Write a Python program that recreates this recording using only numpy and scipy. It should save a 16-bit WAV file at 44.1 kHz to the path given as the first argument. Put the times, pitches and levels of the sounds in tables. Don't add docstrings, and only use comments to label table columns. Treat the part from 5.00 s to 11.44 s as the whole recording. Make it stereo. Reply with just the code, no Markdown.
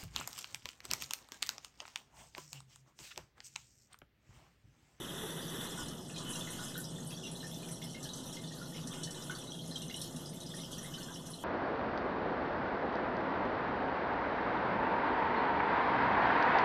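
import sys
import numpy as np
from scipy import signal
from scipy.fft import rfft, irfft
from scipy.io import wavfile

SR = 44100
rng = np.random.default_rng(int(sys.argv[2]) if len(sys.argv) > 2 else 0)


def store_pcm(level_fs):
    pcm = np.round(np.clip(level_fs, -1, 1) * 32767).astype(np.int16)
    wavfile.write(sys.argv[1], SR, np.atleast_2d(pcm).T)


N = 283946
TIME, FREQ = np.arange(N) / SR, np.fft.rfftfreq(N, 1 / SR)


def gain_of(db):
    return 10 ** (np.asarray(db) / 20)


def unit_rms(x):
    return x / np.sqrt(np.mean(x ** 2) + 1e-20)


def value_at(points, hz):
    point_hz, value = np.transpose(points)
    return np.interp(np.log(hz + 1), np.log(point_hz + 1), value)


def envelope(curve):
    return gain_of(np.interp(TIME, *np.transpose(curve)))


def coloured(x, db):
    return unit_rms(irfft(rfft(x) * gain_of(db), N))


def wander(corner_hz):
    return coloured(rng.standard_normal(N), -40 * np.log10(1 + FREQ / corner_hz))


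def add(mix, start_s, sound):
    part = mix[:, max(round(start_s * SR), 0):][:, :sound.shape[1]]
    part += sound[:, :part.shape[1]]


def scatter(sound, glass=1.3, fade_s=0.0095, left_lag_samples=14):
    t = np.arange(1500) / SR
    taps = rng.standard_normal((2, len(t))) * (rng.random((2, len(t))) < .08) * np.exp(-t / fade_s)
    taps *= glass / np.linalg.norm(taps, axis=1, keepdims=True)
    taps[0, left_lag_samples] += 1
    taps[1, 0] += 1
    out = signal.fftconvolve(sound[None], taps, axes=1)
    return out / np.sqrt((out ** 2).mean(0).sum() / (SR / 100))


def room(x, wet_db):
    # frequency_hz, t60_s
    decay_times = [(300, 1), (1500, 0.2), (4000, 0.22), (8000, 0.14), (14000, 0.29)]
    hz, t, spectra = signal.stft(rng.standard_normal((2, SR // 3)), SR, nperseg=256)
    spectra = spectra * gain_of(-60 * t / value_at(decay_times, hz)[:, None]) * np.minimum(t / 0.0016, 1)
    response = signal.istft(spectra, SR, nperseg=256)[1]
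    response *= gain_of(wet_db) / np.linalg.norm(response[0])
    response[:, 0] += 1
    return signal.oaconvolve(x, response, axes=1)[:, :N]


def diffuse_noise(colour):
    # frequency_hz, side_over_mid_db
    widths = [(30, 8), (60, 4.5), (100, 0.5), (135, -11), (165, -7.5), (200, 1.5), (240, -5.5), (320, -2.5),
              (500, -6.5), (800, -5), (1150, -96), (2300, 24), (3400, -36), (4600, 52), (5700, -1)]
    mid, side = rfft(rng.standard_normal((2, N)))
    width = gain_of(value_at(widths, FREQ))
    pair = np.array([mid + width * side, mid - width * side]) / np.sqrt(1 + width ** 2)
    return coloured(irfft(pair, N), value_at(colour, FREQ))


def pump(waver_rad=0.39):
    # frequency_hz, density_db
    colour = [(22, -33), (33, -16), (55, -9), (75, -11.5), (112, -13.5), (135, -2.5), (163, 1), (190, -3.5),
              (206, -9.5), (219, -3.5), (246, -10), (263, -3), (281, -10.5), (450, -24.5), (900, -52)]
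    # pitch_hz, rms_db, port_phase_rad
    hum_and_resonances = [(100, -67.5, 1.5), (120, -57.3, 2.2), (161.5, -57, .5), (179, -62, .5),
                          (240, -61, 1.0), (300, -70, .5), (360, -70, .5), (546, -70.5, .5), (636, -72, .4),
                          (840, -76, .2)]
    out = gain_of(-47.5) * diffuse_noise(colour) * gain_of([[.8], [-.8]])
    for hz, db, port_phase in hum_and_resonances:
        phase = 2 * np.pi * hz * TIME + waver_rad * wander(corner_hz=0.61)
        out += np.sqrt(2) * gain_of(db) * np.sin(phase + np.array([[port_phase], [0]]))
    return out


def room_air(level_db=-52.5):
    # frequency_hz, density_db
    colour = [(100, -19), (250, -2.5), (380, 3), (415, -4), (490, -0.5), (610, -5.5), (645, -1), (720, -7),
              (870, -9), (1000, -24), (1500, -29), (4000, -42)]
    return gain_of(level_db) * diffuse_noise(colour)


def rustle(slip_db=0.5, drag_db=1.87):
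    # time_s, level_db
    levels = [(0, -47), (.22, -43), (.45, -47), (.62, -41.5), (.8, -51), (.9, -52), (1.05, -64),
              (1.3, -100)]
    # frequency_hz, density_db
    colour = [(70, -20), (170, -10), (390, 9), (600, -6), (1000, -6.5), (2100, -3.5), (2400, -0.5),
              (2900, -14), (3450, 2), (3950, -5), (4600, -17), (5800, -7.5), (6900, -25), (7800, -7.5),
              (8700, -22.5), (10300, -3), (11200, -18), (12400, -4.5), (14000, -25)]
    unevenness = gain_of(slip_db * wander(corner_hz=90) + drag_db * wander(corner_hz=14))
    return envelope(levels) * unevenness * diffuse_noise(colour)


def bubble(hz, cycles, glide, burst_hz=4500, samples=1800):
    t = np.arange(samples) / SR
    decay_s = cycles / hz * (hz / 3000) ** 0.26 / np.sqrt(1 + (hz / burst_hz) ** 6)
    decay = np.exp(-t / decay_s)
    attack = 1 - np.exp(-t / (0.091 * decay_s))
    turns = hz * (t + glide * (t - decay_s * (1 - decay))) / (1 + glide / 2)
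    return np.sin(2 * np.pi * turns) * decay * attack


def swarm(per_s, spread_db, low_hz, high_hz, cycles, spots, wet_db=3.5):
    out, impulse = np.zeros((2, N)), np.ones(1)
    per_spot = int(per_s * N / SR / spots)
    for _ in range(spots):
        bubbles = np.zeros((1, N))
        for moment, pitch, strength in rng.random((3000, 4))[:per_spot, :3]:
            hz = low_hz + (high_hz - low_hz) * pitch ** 1.5
            amplitude = gain_of(spread_db * min(-np.log(1 - strength), 3)) * (hz / high_hz) ** 0.82
            ring = bubble(hz, cycles, glide=0.014, burst_hz=8100, samples=400)
            add(bubbles, moment * N / SR, amplitude * ring[None])
        out += room(signal.oaconvolve(bubbles, scatter(impulse), axes=1)[:, :N], wet_db)
    return out


def stream():
    # time_s, relative_db
    levels = [(0, -56), (.5, -58), (.63, -53), (.85, -56), (1.08, -63), (1.3, -51.5), (1.62, -52),
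              (1.85, -62), (3.75, -62), (4.0, -55), (4.48, -62), (5.5, -62), (5.85, -58), (6.44, -58.5)]
    # frequency_hz, gain_db
    colour = [(300, 15.5), (700, -7), (1000, 6), (1500, 5), (2200, 4.5), (2700, 6), (3400, 3.5),
              (4600, -20), (7000, 4), (10300, -1.5), (12000, -2.5), (14000, 1)]
    splashes = swarm(per_s=1500, spread_db=3.5, low_hz=487, high_hz=14000, cycles=2.72, spots=6)
    return gain_of(7.0) * envelope(levels) * coloured(splashes, value_at(colour, FREQ))


def froth():
    # time_s, relative_db
    levels = [(0, -66), (.65, -52), (.85, -54.5), (1.05, -57.5), (1.3, -55.5), (1.65, -53.5), (2.1, -56.5),
              (2.7, -55.5), (3.6, -56.5), (3.95, -60), (4.3, -55.5), (5.7, -55), (6.44, -59.5)]
    # frequency_hz, gain_db
    colour = [(900, 17), (1500, -15), (2200, -48), (3200, 2), (4200, 5), (4900, 3.5), (6000, 3),
              (8000, 2.5), (10300, 4), (11500, -1), (14000, 6.5)]
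    bubbles = swarm(per_s=750, spread_db=7.0, low_hz=1332, high_hz=14110, cycles=7.1, spots=10)
    return gain_of(4.0) * envelope(levels) * coloured(bubbles, value_at(colour, FREQ))


def surge(corner_hz=4.9, depth_db=1.45):
    flow = coloured(rng.standard_normal(N), -10 * np.log10(1 + (FREQ / corner_hz) ** 4))
    return gain_of(depth_db * flow)


def by_chance(per_s, low_hz, high_hz, mean_db, spread_db=2.5):
    events = []
    for slot, (moment, pitch, strength) in enumerate(rng.random((400, 3))):
        start_s = (slot + moment) / per_s
        hz = low_hz * (high_hz / low_hz) ** pitch
        db = mean_db + spread_db * np.sqrt(3) * (2 * strength - 1)
        if start_s < N / SR:
            events.append((start_s, hz, db))
    return events


def slap(hz, decay_s, patter_s=0.015, fragments_db=-4, top_hz=10700):
    t = np.arange(1600) / SR
    tick = rng.standard_normal(len(t)) * np.exp(-t / decay_s)
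    fragments = rng.standard_normal(len(t)) * (rng.random(len(t)) < .03) * np.exp(-t / patter_s)
    impact = unit_rms(tick) + gain_of(fragments_db) * unit_rms(fragments)
    upper_hz = max(min(hz * 1.7, top_hz), hz)
    band = signal.butter(3, [hz * 0.79, upper_hz], "band", fs=SR, output="sos")
    return scatter(signal.sosfilt(band, impact), glass=1.0)


def plinks(splash_db=-9.5, satellite_db=-12):
    # start_s, pitch_hz, relative_db
    big_bubbles = [(0.771, 1420, -46.5), (1.096, 2610, -42), (1.16, 2490, -39.5), (1.1623, 4060, -44),
                   (1.41, 3520, -43), (1.352, 2810, -42), (1.471, 2010, -38), (1.529, 2170, -42),
                   (1.588, 1434, -46.5), (1.651, 6340, -44), (1.743, 3880, -45.5), (1.753, 1520, -40),
                   (1.843, 4980, -39.5), (2.107, 2620, -40), (2.142, 4530, -43.5), (2.174, 3440, -50.5),
                   (2.2322, 2895, -43), (2.25, 2750, -40), (2.278, 2370, -44), (2.355, 3900, -46),
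                   (2.428, 1790, -43), (2.629, 2460, -42), (2.687, 2320, -41.5), (2.817, 2150, -38),
                   (2.827, 3350, -47), (2.944, 2140, -38), (3.04, 4240, -44), (3.051, 1700, -50.5),
                   (3.056, 3030, -45.5), (3.09, 3970, -41.5), (3.237, 4130, -50), (3.368, 2100, -39),
                   (3.438, 3580, -45.5), (3.475, 4090, -46), (3.506, 1880, -48.5), (3.536, 4500, -47),
                   (3.612, 1410, -47.5), (3.656, 4280, -46), (3.722, 1900, -49.5), (3.744, 2210, -41),
                   (3.763, 2300, -37.5), (3.916, 3530, -48.5), (3.936, 2320, -38), (4.033, 4420, -37.5),
                   (4.07, 1815, -46.5), (4.146, 3940, -45), (4.224, 5500, -45), (4.296, 1500, -37.5),
                   (4.306, 2130, -46), (4.306, 3020, -48), (4.35, 4460, -39.5), (4.4163, 5740, -50),
                   (4.519, 3270, -43), (4.59, 3210, -46.5), (4.711, 4180, -40.5), (4.757, 3200, -38),
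                   (4.819, 2890, -42.5), (4.897, 2140, -35.5), (4.942, 2990, -38), (5.016, 4250, -39.5),
                   (5.259, 4920, -41), (5.33, 2230, -46.5), (5.41, 3840, -48), (5.463, 5000, -42),
                   (5.537, 1864, -46.5), (5.541, 4970, -44.5), (5.583, 3650, -44), (5.59, 2140, -50),
                   (5.635, 3040, -44), (5.73, 3200, -47), (5.784, 1850, -50.5), (5.843, 2040, -42),
                   (5.939, 3050, -40), (5.978, 1543, -48), (6.006, 2975, -47), (6.03, 5240, -44),
                   (6.082, 1610, -47), (6.143, 5080, -46), (6.158, 3030, -47.5), (6.335, 4080, -44.5)]
    gurgle = by_chance(per_s=22, low_hz=2750, high_hz=6200, mean_db=-56)
    churn = by_chance(per_s=14, low_hz=1714, high_hz=2870, mean_db=-57.5)
    out = np.zeros((2, N))
    for start_s, hz, db in big_bubbles + gurgle + churn:
        depth = rng.random()
        cycles = 11 * np.exp(0.37 * (2 * depth - 1))
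        glide = 0.04 * (1 - depth)
        add(out, start_s, gain_of(db + splash_db) * slap(hz * 1.55, decay_s=0.004))
        add(out, start_s, gain_of(db) * scatter(bubble(hz, cycles, glide), glass=1.52))
        for late, smaller in rng.random((2, 2)):
            satellite = bubble(hz * (1 + 0.356 * smaller), cycles, glide)
            add(out, start_s + 0.0032 + .018 * late, gain_of(db + satellite_db) * scatter(satellite))
    return gain_of(-4.0) * room(out, wet_db=-1.0)


def spray(tick_s=0.0024, bright_hz=7900):
    # start_s, pitch_hz, relative_db
    hard_drops = [(0.8832, 5970, -37.5), (1.18, 4460, -36), (1.2912, 8160, -40), (1.303, 9600, -33),
                  (1.3557, 5950, -35), (1.393, 5840, -36), (1.505, 9700, -35), (1.681, 6470, -45),
                  (1.799, 8400, -34), (2.072, 10100, -37.5), (2.197, 5540, -48), (2.314, 9300, -37.5),
                  (2.469, 6500, -40.5), (2.5434, 5640, -40.5), (2.685, 4600, -45.5), (2.715, 9900, -35),
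                  (2.84, 9000, -41.5), (3.029, 5450, -36), (3.134, 4830, -36.5), (3.8722, 5850, -35),
                  (4.0328, 5200, -31.5), (4.1076, 5600, -36.5), (4.239, 8700, -43), (4.3854, 8600, -41),
                  (4.675, 8900, -42), (4.7563, 5330, -39), (4.818, 6000, -40), (4.962, 8300, -37),
                  (5.0143, 5930, -33), (5.162, 5940, -38.5), (5.4037, 7750, -40.5), (5.566, 7000, -38.5),
                  (5.7167, 7500, -40), (5.829, 10500, -40), (6.2655, 6200, -39.5), (6.302, 11200, -38.5)]
    light_drops = by_chance(per_s=55, low_hz=3440, high_hz=bright_hz, mean_db=-51)
    out = np.zeros((2, N))
    for start_s, hz, db in hard_drops + light_drops:
        add(out, start_s, gain_of(db) * slap(hz, decay_s=tick_s * bright_hz / hz))
    return gain_of(-7.8) * room(out, wet_db=0.3)


def lid(x):
    # centre_hz, width_hz, boost_db
    resonances = [(1459, 22, 8), (1510, 60, 2), (1800, 45, 6), (2124, 50, 4), (2310, 90, -4), (2425, 35, 3),
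                  (2710, 100, -6), (2815, 40, 4), (3015, 28, 10), (3100, 70, -3), (3262, 50, 5),
                  (3440, 35, 3), (3540, 50, 4), (3700, 70, -5), (3920, 80, 3), (4130, 90, 3)]
    boost_db = sum(db / (1 + (2 * (FREQ - hz) / width) ** 2) for hz, width, db in resonances)
    log_gain = np.log(gain_of(boost_db))
    mirrored = np.r_[log_gain, log_gain[-2:0:-1]]
    minimum_phase = np.exp(np.conj(signal.hilbert(mirrored)))[:len(FREQ)]
    return irfft(rfft(x) * minimum_phase, N)


def ports(x, delay_s=19 / SR):
    # frequency_hz, share
    crossfeed = [(300, 0.22), (700, 0.21), (1100, 1), (2400, 0.84), (4600, 0.47), (6500, 0.34), (9000, 0.2),
                 (14000, 0.02)]
    # frequency_hz, left_minus_right_db
    lean = [(1200, 7), (2000, -1), (3200, -2.5), (4600, -6), (6500, -4), (8500, 0.5), (12000, -0.5)]
    share = value_at(crossfeed, FREQ)
    own = rfft(x) * gain_of(np.outer([.5, -.5], value_at(lean, FREQ)))
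    crossed = share * np.exp(-2j * np.pi * FREQ * delay_s) * own[::-1]
    return irfft((own - crossed) / np.sqrt(1 + share ** 2), N)


def knock():
    # start_s, level_db
    strikes = [(0.235, -32.5), (0.2532, -38)]
    # pitch_hz, relative_db, decay_s
    modes = [(420, -1, 0.012), (850, -10, 0.01), (1200, -13, 0.0069)]
    out, t = np.zeros((2, N)), np.arange(SR // 5) / SR
    ring = sum(gain_of(db) * np.sin(2 * np.pi * hz * t) * np.exp(-t / decay) for hz, db, decay in modes)
    for start_s, db in strikes:
        add(out, start_s, gain_of(db) * ring[None])
    return out


def handling(overtone_ratio=1.82, overtone_db=-6, rise_s=0.0038):
    # start_s, level_db, pitch_hz, decay_s, right_port_gain
    bumps = [(0.596, -33, 60, 0.028, -1.1), (.812, -24, 56.4, 0.043, -0.79), (.945, -39, 60, 0.043, -0.77),
             (1.9, -37, 55, .02, -0.6)]
    out, t = np.zeros((2, N)), np.arange(SR // 3) / SR
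    for start_s, db, hz, decay_s, right_gain in bumps:
        phase = 2 * np.pi * hz * t
        sway = np.sin(phase) + gain_of(overtone_db) * np.sin(overtone_ratio * phase)
        thud = sway * np.exp(-t / decay_s) * (1 - np.exp(-t / rise_s))
        add(out, start_s, gain_of(db) * np.outer([1, right_gain], thud))
    return out


def snap(decay_s=.0012, low_hz=9500):
    # start_s, relative_db
    hits = [(1.7786, -29.5)]
    out, t = np.zeros((2, N)), np.arange(600) / SR
    highpass = signal.butter(3, low_hz, "high", fs=SR, output="sos")
    for start_s, db in hits:
        crack = signal.sosfilt(highpass, rng.standard_normal(len(t)) * np.exp(-t / decay_s))
        add(out, start_s, gain_of(db) * scatter(crack, glass=0.79))
    return gain_of(-6) * room(out, wet_db=-2)


def gulps(rise_s=0.0066, decay_s=0.017, glide=0.034, port_phase_rad=0.92):
    # start_s, pitch_hz, peak_db
    air_pockets = [(2.003, 230, -40), (3.025, 137, -41), (3.2, 249, -42), (3.408, 244, -41.5),
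                   (3.785, 155, -40), (3.845, 253, -40.5), (4.045, 141, -39), (4.69, 247, -41.5),
                   (4.838, 138, -40.5), (4.875, 240, -42), (5.143, 243, -40)]
    out, t = np.zeros((2, N)), np.arange(SR // 5) / SR
    swell = (1 - np.exp(-t / rise_s)) ** 2 * np.exp(-t / decay_s)
    for start_s, hz, db in air_pockets:
        turns = hz * t * (1 + glide * np.tanh(t / decay_s) / 2) + rng.random()
        throb = np.sin(2 * np.pi * turns + np.array([[port_phase_rad], [0]]))
        add(out, start_s, gain_of(db) * swell / swell.max() * throb)
    return out


def scene():
    water = plinks() + spray() + snap() + surge() * (froth() + stream())
    return ports(lid(water)) + pump() + gulps() + room_air() + rustle() + handling() + knock()


def record(dry, treble_hz=12900, edge_hz=14300):
    dull = signal.sosfilt(signal.butter(6, treble_hz, fs=SR, output="sos"), dry)
    band_limit = signal.firwin(511, edge_hz, window=("kaiser", 9), fs=SR)
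    return signal.oaconvolve(dull, band_limit[None], "same")


dry = scene()
out = record(dry)
store_pcm(out)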